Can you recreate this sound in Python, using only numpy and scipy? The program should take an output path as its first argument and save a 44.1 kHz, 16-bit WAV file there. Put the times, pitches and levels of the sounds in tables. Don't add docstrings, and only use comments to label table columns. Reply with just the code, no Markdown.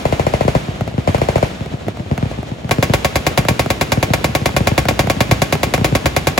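import sys
import numpy as np
from scipy import signal
from scipy.fft import rfft, irfft, next_fast_len
from scipy.io import wavfile
from scipy.ndimage import map_coordinates

SR = 44100
rng = np.random.default_rng(int(sys.argv[2]) if len(sys.argv) > 2 else 0)


def write(x):
    x = np.atleast_2d(x).T
    wavfile.write(sys.argv[1], SR, np.round(np.clip(x, -1, 1) * 32767).astype(np.int16))


N = 281799
FFT_SIZE = next_fast_len(N + SR)
HZ = np.fft.rfftfreq(FFT_SIZE, 1 / SR)
TIME_S, AGE_S = np.arange(N) / SR, np.arange(SR) / SR


def amp(db):
    return 10 ** (np.asarray(db) / 20)


def unit_rms(x):
    return x / np.sqrt(np.mean(x ** 2) + 1e-20)


def curve(points):
    hz, values = np.transpose(points)
    return np.interp(np.log(HZ + 1), np.log(hz + 1), values)


def filtered(x, response):
    return irfft(rfft(x, FFT_SIZE) * response, FFT_SIZE)[..., :N]


def pulse(spectrum):
    cepstrum = irfft(np.log(amp(curve(spectrum))), FFT_SIZE)
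    cepstrum[1:FFT_SIZE // 2] *= 2
    cepstrum[FFT_SIZE // 2 + 1:] = 0
    return np.exp(rfft(cepstrum))


def sweep(lag_s, knee_hz):
    return np.exp(-2j * np.pi * lag_s * knee_hz * np.arctan(HZ / knee_hz))


def delay(lag_s):
    return np.exp(-2j * np.pi * HZ * lag_s)


def ground_bounce(lag_s, db):
    return 1 + amp(db) * delay(lag_s)


def envelope(t60_s, rise_s):
    shape = amp(-60 * AGE_S / t60_s) * (1 - np.exp(-AGE_S / rise_s))
    return shape / np.linalg.norm(shape)


def tails(shots, carrier, t60_s, rise_s):
    power = signal.fftconvolve(shots ** 2, envelope(t60_s, rise_s) ** 2)[:N]
    return carrier * np.sqrt(np.abs(power))


def scatter(spectrum, t60_s, spikiness, likeness):
    mid, side = rng.standard_normal((2, SR)) * np.exp(spikiness * rng.standard_normal(SR))
    side = side * (1 - likeness)
    fronts = envelope(t60_s, rise_s=0.0006) * np.array([mid + side, mid - side])
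    fronts /= np.linalg.norm(fronts, axis=1, keepdims=True)
    bass_loss = (1j * HZ / (1j * HZ + 650)) ** 2
    return rfft(fronts, FFT_SIZE) * pulse(spectrum) * bass_loss


def ringing(modes, spread_rad):
    phases = rng.normal(0, spread_rad, (len(modes), 1, 1)) * [[1], [-1]]
    ring = sum((-1) ** k * amp(db - 60 * AGE_S / t60_s) * np.sin(2 * np.pi * hz * AGE_S + phases[k])
               for k, (hz, db, t60_s) in enumerate(modes))
    attack = 1 - np.exp(-AGE_S / 0.00056)
    return rfft(ring * attack, FFT_SIZE)


def triggers(times_s, db):
    samples = np.round(times_s * SR).astype(int)
    return np.bincount(samples, amp(db) * np.ones(len(samples)), N)[:N]


def burst_shots(bursts, db, jitter_db):
    times_s = np.concatenate([start + cycle * np.arange(rounds) for start, cycle, rounds in bursts])
    return triggers(times_s, rng.normal(db, jitter_db, len(times_s)))


def stray_shots(count, spread_db):
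    offset, weakness = rng.random(size=(count, 2)).T
    return triggers((np.arange(count) + offset) / count * N / SR, -spread_db * weakness)


# (frequency [Hz], correlation [0-1])
STEREO_LIKENESS = [(80, .97), (250, 0.73), (600, 0.088), (1500, 0.016), (5000, 0.087)]
def noise(spectrum):
    angle = np.arccos(curve(STEREO_LIKENESS)) / 2
    response = amp(curve(spectrum)) * [np.cos(angle), np.sin(angle)]
    mid, side = filtered(rng.standard_normal((2, N)), response)
    return np.array([mid + side, mid - side])


# (frequency [Hz], left minus right [dB])
LEFT_SHADOW = [(100, .4), (250, 2), (600, 5.5), (950, 5), (1400, -1), (3000, 1.5), (8000, 0)]
def from_left(lead_s):
    return np.array([amp(half * curve(LEFT_SHADOW)) * delay(-half * lead_s) for half in (0.5, -0.5)])


# (frequency [Hz], density [dB])
RUMBLE_SPECTRUM = [(15, -62), (30, -35), (60, 1.5), (120, -1), (250, -5.5), (420, -10), (700, -9),
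                   (1100, -27.5), (2500, -54.5)]
HISS_SPECTRUM = [(300, -19), (1000, 7), (1600, 4.5), (2400, 4.5), (3600, 1.5), (5000, -6), (8000, -10.5),
                 (12000, -23), (16000, -29)]
def distant_roar():
    flutter = map_coordinates(rng.standard_normal(N // 100), [TIME_S * 45])
    shots = stray_shots(count=260, spread_db=12.5)
    pops = unit_rms(filtered(shots, pulse(RUMBLE_SPECTRUM) * from_left(lead_s=0.00033)))
    rumble = amp(-3.5 + 2 * flutter) * unit_rms(noise(RUMBLE_SPECTRUM))
    hiss = amp(-39 + 2.1 * flutter) * unit_rms(noise(HISS_SPECTRUM))
    return amp(-26.5) * (amp(-8) * pops + rumble) + hiss


def far_echo(shots, t60_s=0.88):
    answer = amp(3.5) * unit_rms(noise(RUMBLE_SPECTRUM)) + amp(0.7) * unit_rms(noise(HISS_SPECTRUM))
    field = amp(8) * unit_rms(noise(FIELD_SPECTRUM))
    lingering = amp(-35.5 - 60 * TIME_S / t60_s) * (answer + field)
    return lingering + tails(shots, answer, t60_s, rise_s=0.19)


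# (frequency [Hz], density [dB])
FIELD_SPECTRUM = [(20, -42), (55, -6), (120, -4), (300, -6), (650, -10), (1200, -18.5), (2400, -17),
                  (4000, -23.5), (8000, -30.5), (16000, -40)]
def field_echo(shots):
    return amp(8.5) * tails(shots, unit_rms(noise(FIELD_SPECTRUM)), t60_s=0.56, rise_s=0.0061)


# (time [s], level [dB])
RIFLE_SHOTS = [(0.809, -14), (0.877, -16.5), (1.182, -12.5), (1.381, -11.5), (1.883, -13), (2.178, -11),
               (2.693, -13), (3.451, -11), (3.661, -10.5), (4.491, -14), (4.854, -9), (4.91, -12),
               (5.072, -9.5), (5.553, -10.5), (5.779, -10)]
# (frequency [Hz], level [dB])
RIFLE_PULSE = [(60, 9), (250, 23), (450, 24), (700, 31.5), (1100, 20.5), (1500, 20), (2200, 16.5),
               (5000, -1.5), (16000, -5.5)]
def rifles(faint_per_s=3):
    faint = stray_shots(count=round(faint_per_s * N / SR), spread_db=16)
    shots = triggers(*np.transpose(RIFLE_SHOTS)) + amp(-19) * faint
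    crack = pulse(RIFLE_PULSE) * sweep(lag_s=0.00504, knee_hz=298) * ground_bounce(lag_s=0.001404, db=-5)
    thump = amp(2.5) * pulse(HEAVY_PULSE) * sweep(lag_s=0.01186, knee_hz=212)
    tail = amp(1.5) * tails(shots, noise(LINE_SCATTER), t60_s=0.035, rise_s=0.0003)
    return filtered(shots, crack + thump) + tail


# (time [s], gap [s], level [dB])
HEAVY_DOUBLES = [(0.4507, 0.11, -2.5), (0.9803, 0.11, -0.5), (2.1134, 0.1138, -0.1), (2.7844, 0.1137, 1.5),
                 (3.3879, 0.12, -1), (3.974, 0.13, 0), (4.6061, 0.1105, -0.2), (5.208, 0.11, 1),
                 (5.8126, 0.1124, -1)]
# (start [s], cycle [s], rounds [count])
SLOW_FIRE = [(0.684, 0.1284, 3), (1.608, 0.1297, 9), (4.2905, 0.1252, 15)]
def heavy_shots():
    first_s, gap_s, db = np.transpose(HEAVY_DOUBLES)
    pairs = triggers(first_s, db) + triggers(first_s + gap_s, db)
    return pairs + burst_shots(SLOW_FIRE, db=-7.5, jitter_db=0.7)


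# (frequency [Hz], level [dB])
HEAVY_PULSE = [(15, -14), (35, -3), (65, 32), (115, 42.5), (190, 36), (240, 35), (370, 21), (560, 22.5),
               (1000, 13.5), (2200, 2.5), (5000, -9), (16000, -42)]
def heavy_guns(shots):
    blast = pulse(HEAVY_PULSE) * sweep(lag_s=0.00793, knee_hz=227) * from_left(lead_s=0.0004)
    tail = amp(-13.5) * tails(shots, noise(LINE_SCATTER), t60_s=0.093, rise_s=0.0018)
    return filtered(shots, blast) + tail


# (start [s], cycle [s], rounds [count])
FAST_FIRE = [(0.0537, 0.071, 8), (1.0752, 0.0705, 6)]
def fast_shots():
    return burst_shots(FAST_FIRE, db=0, jitter_db=0.49)


# (frequency [Hz], level [dB])
FAST_PULSE = [(15, -14), (30, 20), (62, 34.5), (135, 39), (200, 31), (290, 28), (400, 31.5), (600, 36.5),
              (820, 28), (1200, 15.5), (2200, 3), (5000, -3), (16000, -18)]
# (frequency [Hz], level [dB])
LINE_SCATTER = [(100, -7), (400, 36.5), (900, 25.5), (1300, 13.5), (2300, 15.5), (3200, 8), (5000, 0.5),
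                (9000, -2), (16000, -21)]
# (frequency [Hz], level [dB], t60 [s])
RECEIVER_MODES = [(1005, -17.5, 0.03), (2080, -24, 0.065), (2370, -32.5, 0.089), (4390, -35, 0.077)]
def fast_gun(shots):
    blast = pulse(FAST_PULSE) * sweep(lag_s=0.01139, knee_hz=268.4) * from_left(lead_s=0.00041)
    reflections = amp(-9) * scatter(LINE_SCATTER, t60_s=0.052, spikiness=0.47, likeness=0.15)
    ring = ringing(RECEIVER_MODES, spread_rad=0.3)
    thin_noise = filtered(noise(LINE_SCATTER), HZ ** 2 / (HZ ** 2 + 600 ** 2))
    tail = amp(-1) * tails(shots, thin_noise, t60_s=0.2, rise_s=0.0008)
    return filtered(shots, blast + ring + reflections) + tail


def close_shots(start_s=2.7097, rounds=35):
    belt_slack_s, warm_cycle_s, cold_extra_s, warming_rounds = 0.006, 0.10649, 0.0036, 12
    coldness = np.exp(-(np.arange(rounds - 1) / warming_rounds) ** 2)
    cycles_s = warm_cycle_s + cold_extra_s * coldness
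    times_s = start_s + np.append(0, belt_slack_s + np.cumsum(cycles_s))
    return triggers(times_s, db=rng.normal(0, 0.69, rounds))


# (frequency [Hz], level [dB])
CLOSE_PULSE = [(15, -12), (30, 9), (60, 37), (100, 38.5), (150, 35.5), (195, 19), (260, 35), (340, 26.5),
               (460, 26.5), (600, 32.5), (1000, 10.5), (2200, 7.5), (5000, 7), (16000, -14)]
# (frequency [Hz], level [dB])
NEAR_SCATTER = [(100, 23), (400, 27), (750, 26.5), (1250, 12.5), (1600, 23.5), (1900, 17), (2400, 23.5),
                (3000, 14.5), (5000, 10), (7500, 7.5), (10000, 5.5), (16000, 0.5)]
# (frequency [Hz], level [dB], t60 [s])
STAND_MODES = [(566, -11.5, 0.068), (738, -11.5, 0.04), (768, -15.5, 0.078), (876, -32.5, 0.066),
               (1106, -17, 0.11), (1525, -55, 0.1), (1512, -7.5, 0.016), (2090, -21, 0.11),
               (2290, -20, 0.04), (2345, -19.5, 0.076), (2740, -43, 0.037), (3100, -58, 0.017),
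               (3420, -19, 0.053), (3600, -38, 0.075), (4400, -43, 0.031), (4800, -28, 0.097)]
def close_gun(shots):
    blast = pulse(CLOSE_PULSE) * sweep(lag_s=0.012414, knee_hz=286.2)
    blast *= ground_bounce(lag_s=0.0056, db=-9.5)
    ring = amp(0.5) * ringing(STAND_MODES, spread_rad=0.74)
    pan = amp([[0.7], [-0.7]])
    body = (blast + ring) * delay(lag_s=0.000769) * pan
    reflections = amp(1.5) * scatter(NEAR_SCATTER, t60_s=0.063, spikiness=0.14, likeness=0.27)
    turbulence = map_coordinates(rng.standard_normal(N // 10), [TIME_S * 2500], order=1)
    crackle = unit_rms(np.exp(0.6 * turbulence))
    gas = amp(-2.5) * tails(shots, noise(NEAR_SCATTER) * crackle, t60_s=0.1, rise_s=0.0014)
    return filtered(shots, body + reflections) + gas


def scene():
    close, fast, heavy = close_shots(), fast_shots(), heavy_shots()
    field = field_echo(close + amp(-5.5) * fast + amp(-14) * heavy)
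    far = far_echo(close + amp(-1.5) * fast + amp(-2.5) * heavy)
    guns = close_gun(close) + fast_gun(fast) + heavy_guns(heavy) + rifles()
    return distant_roar() + far + field + guns


def record(dry):
    ceiling, low_cut_hz, mono_above_hz, top_hz = 1.14, 24, 6300, 16100
    left, right = dry / (1 + np.abs(dry / ceiling) ** 4) ** (1 / 4)
    width = 1 / (1 + (HZ / mono_above_hz) ** 8)
    mid = filtered(left + right, np.sqrt(2 - width ** 2) / 2)
    side = filtered(left - right, width / 2)
    poles = [hz ** 2 - HZ ** 2 + 1j * HZ * width_hz for hz, width_hz in [(9100, 2300), (13200, 1700)]]
    ports = np.prod([np.conj(pole) / pole for pole in poles], axis=0)
    passband = HZ ** 4 / (HZ ** 4 + low_cut_hz ** 4) * (HZ < top_hz)
    return filtered(np.array([mid + side, filtered(mid - side, ports)]), passband)


dry = scene()
out = record(dry)
write(out)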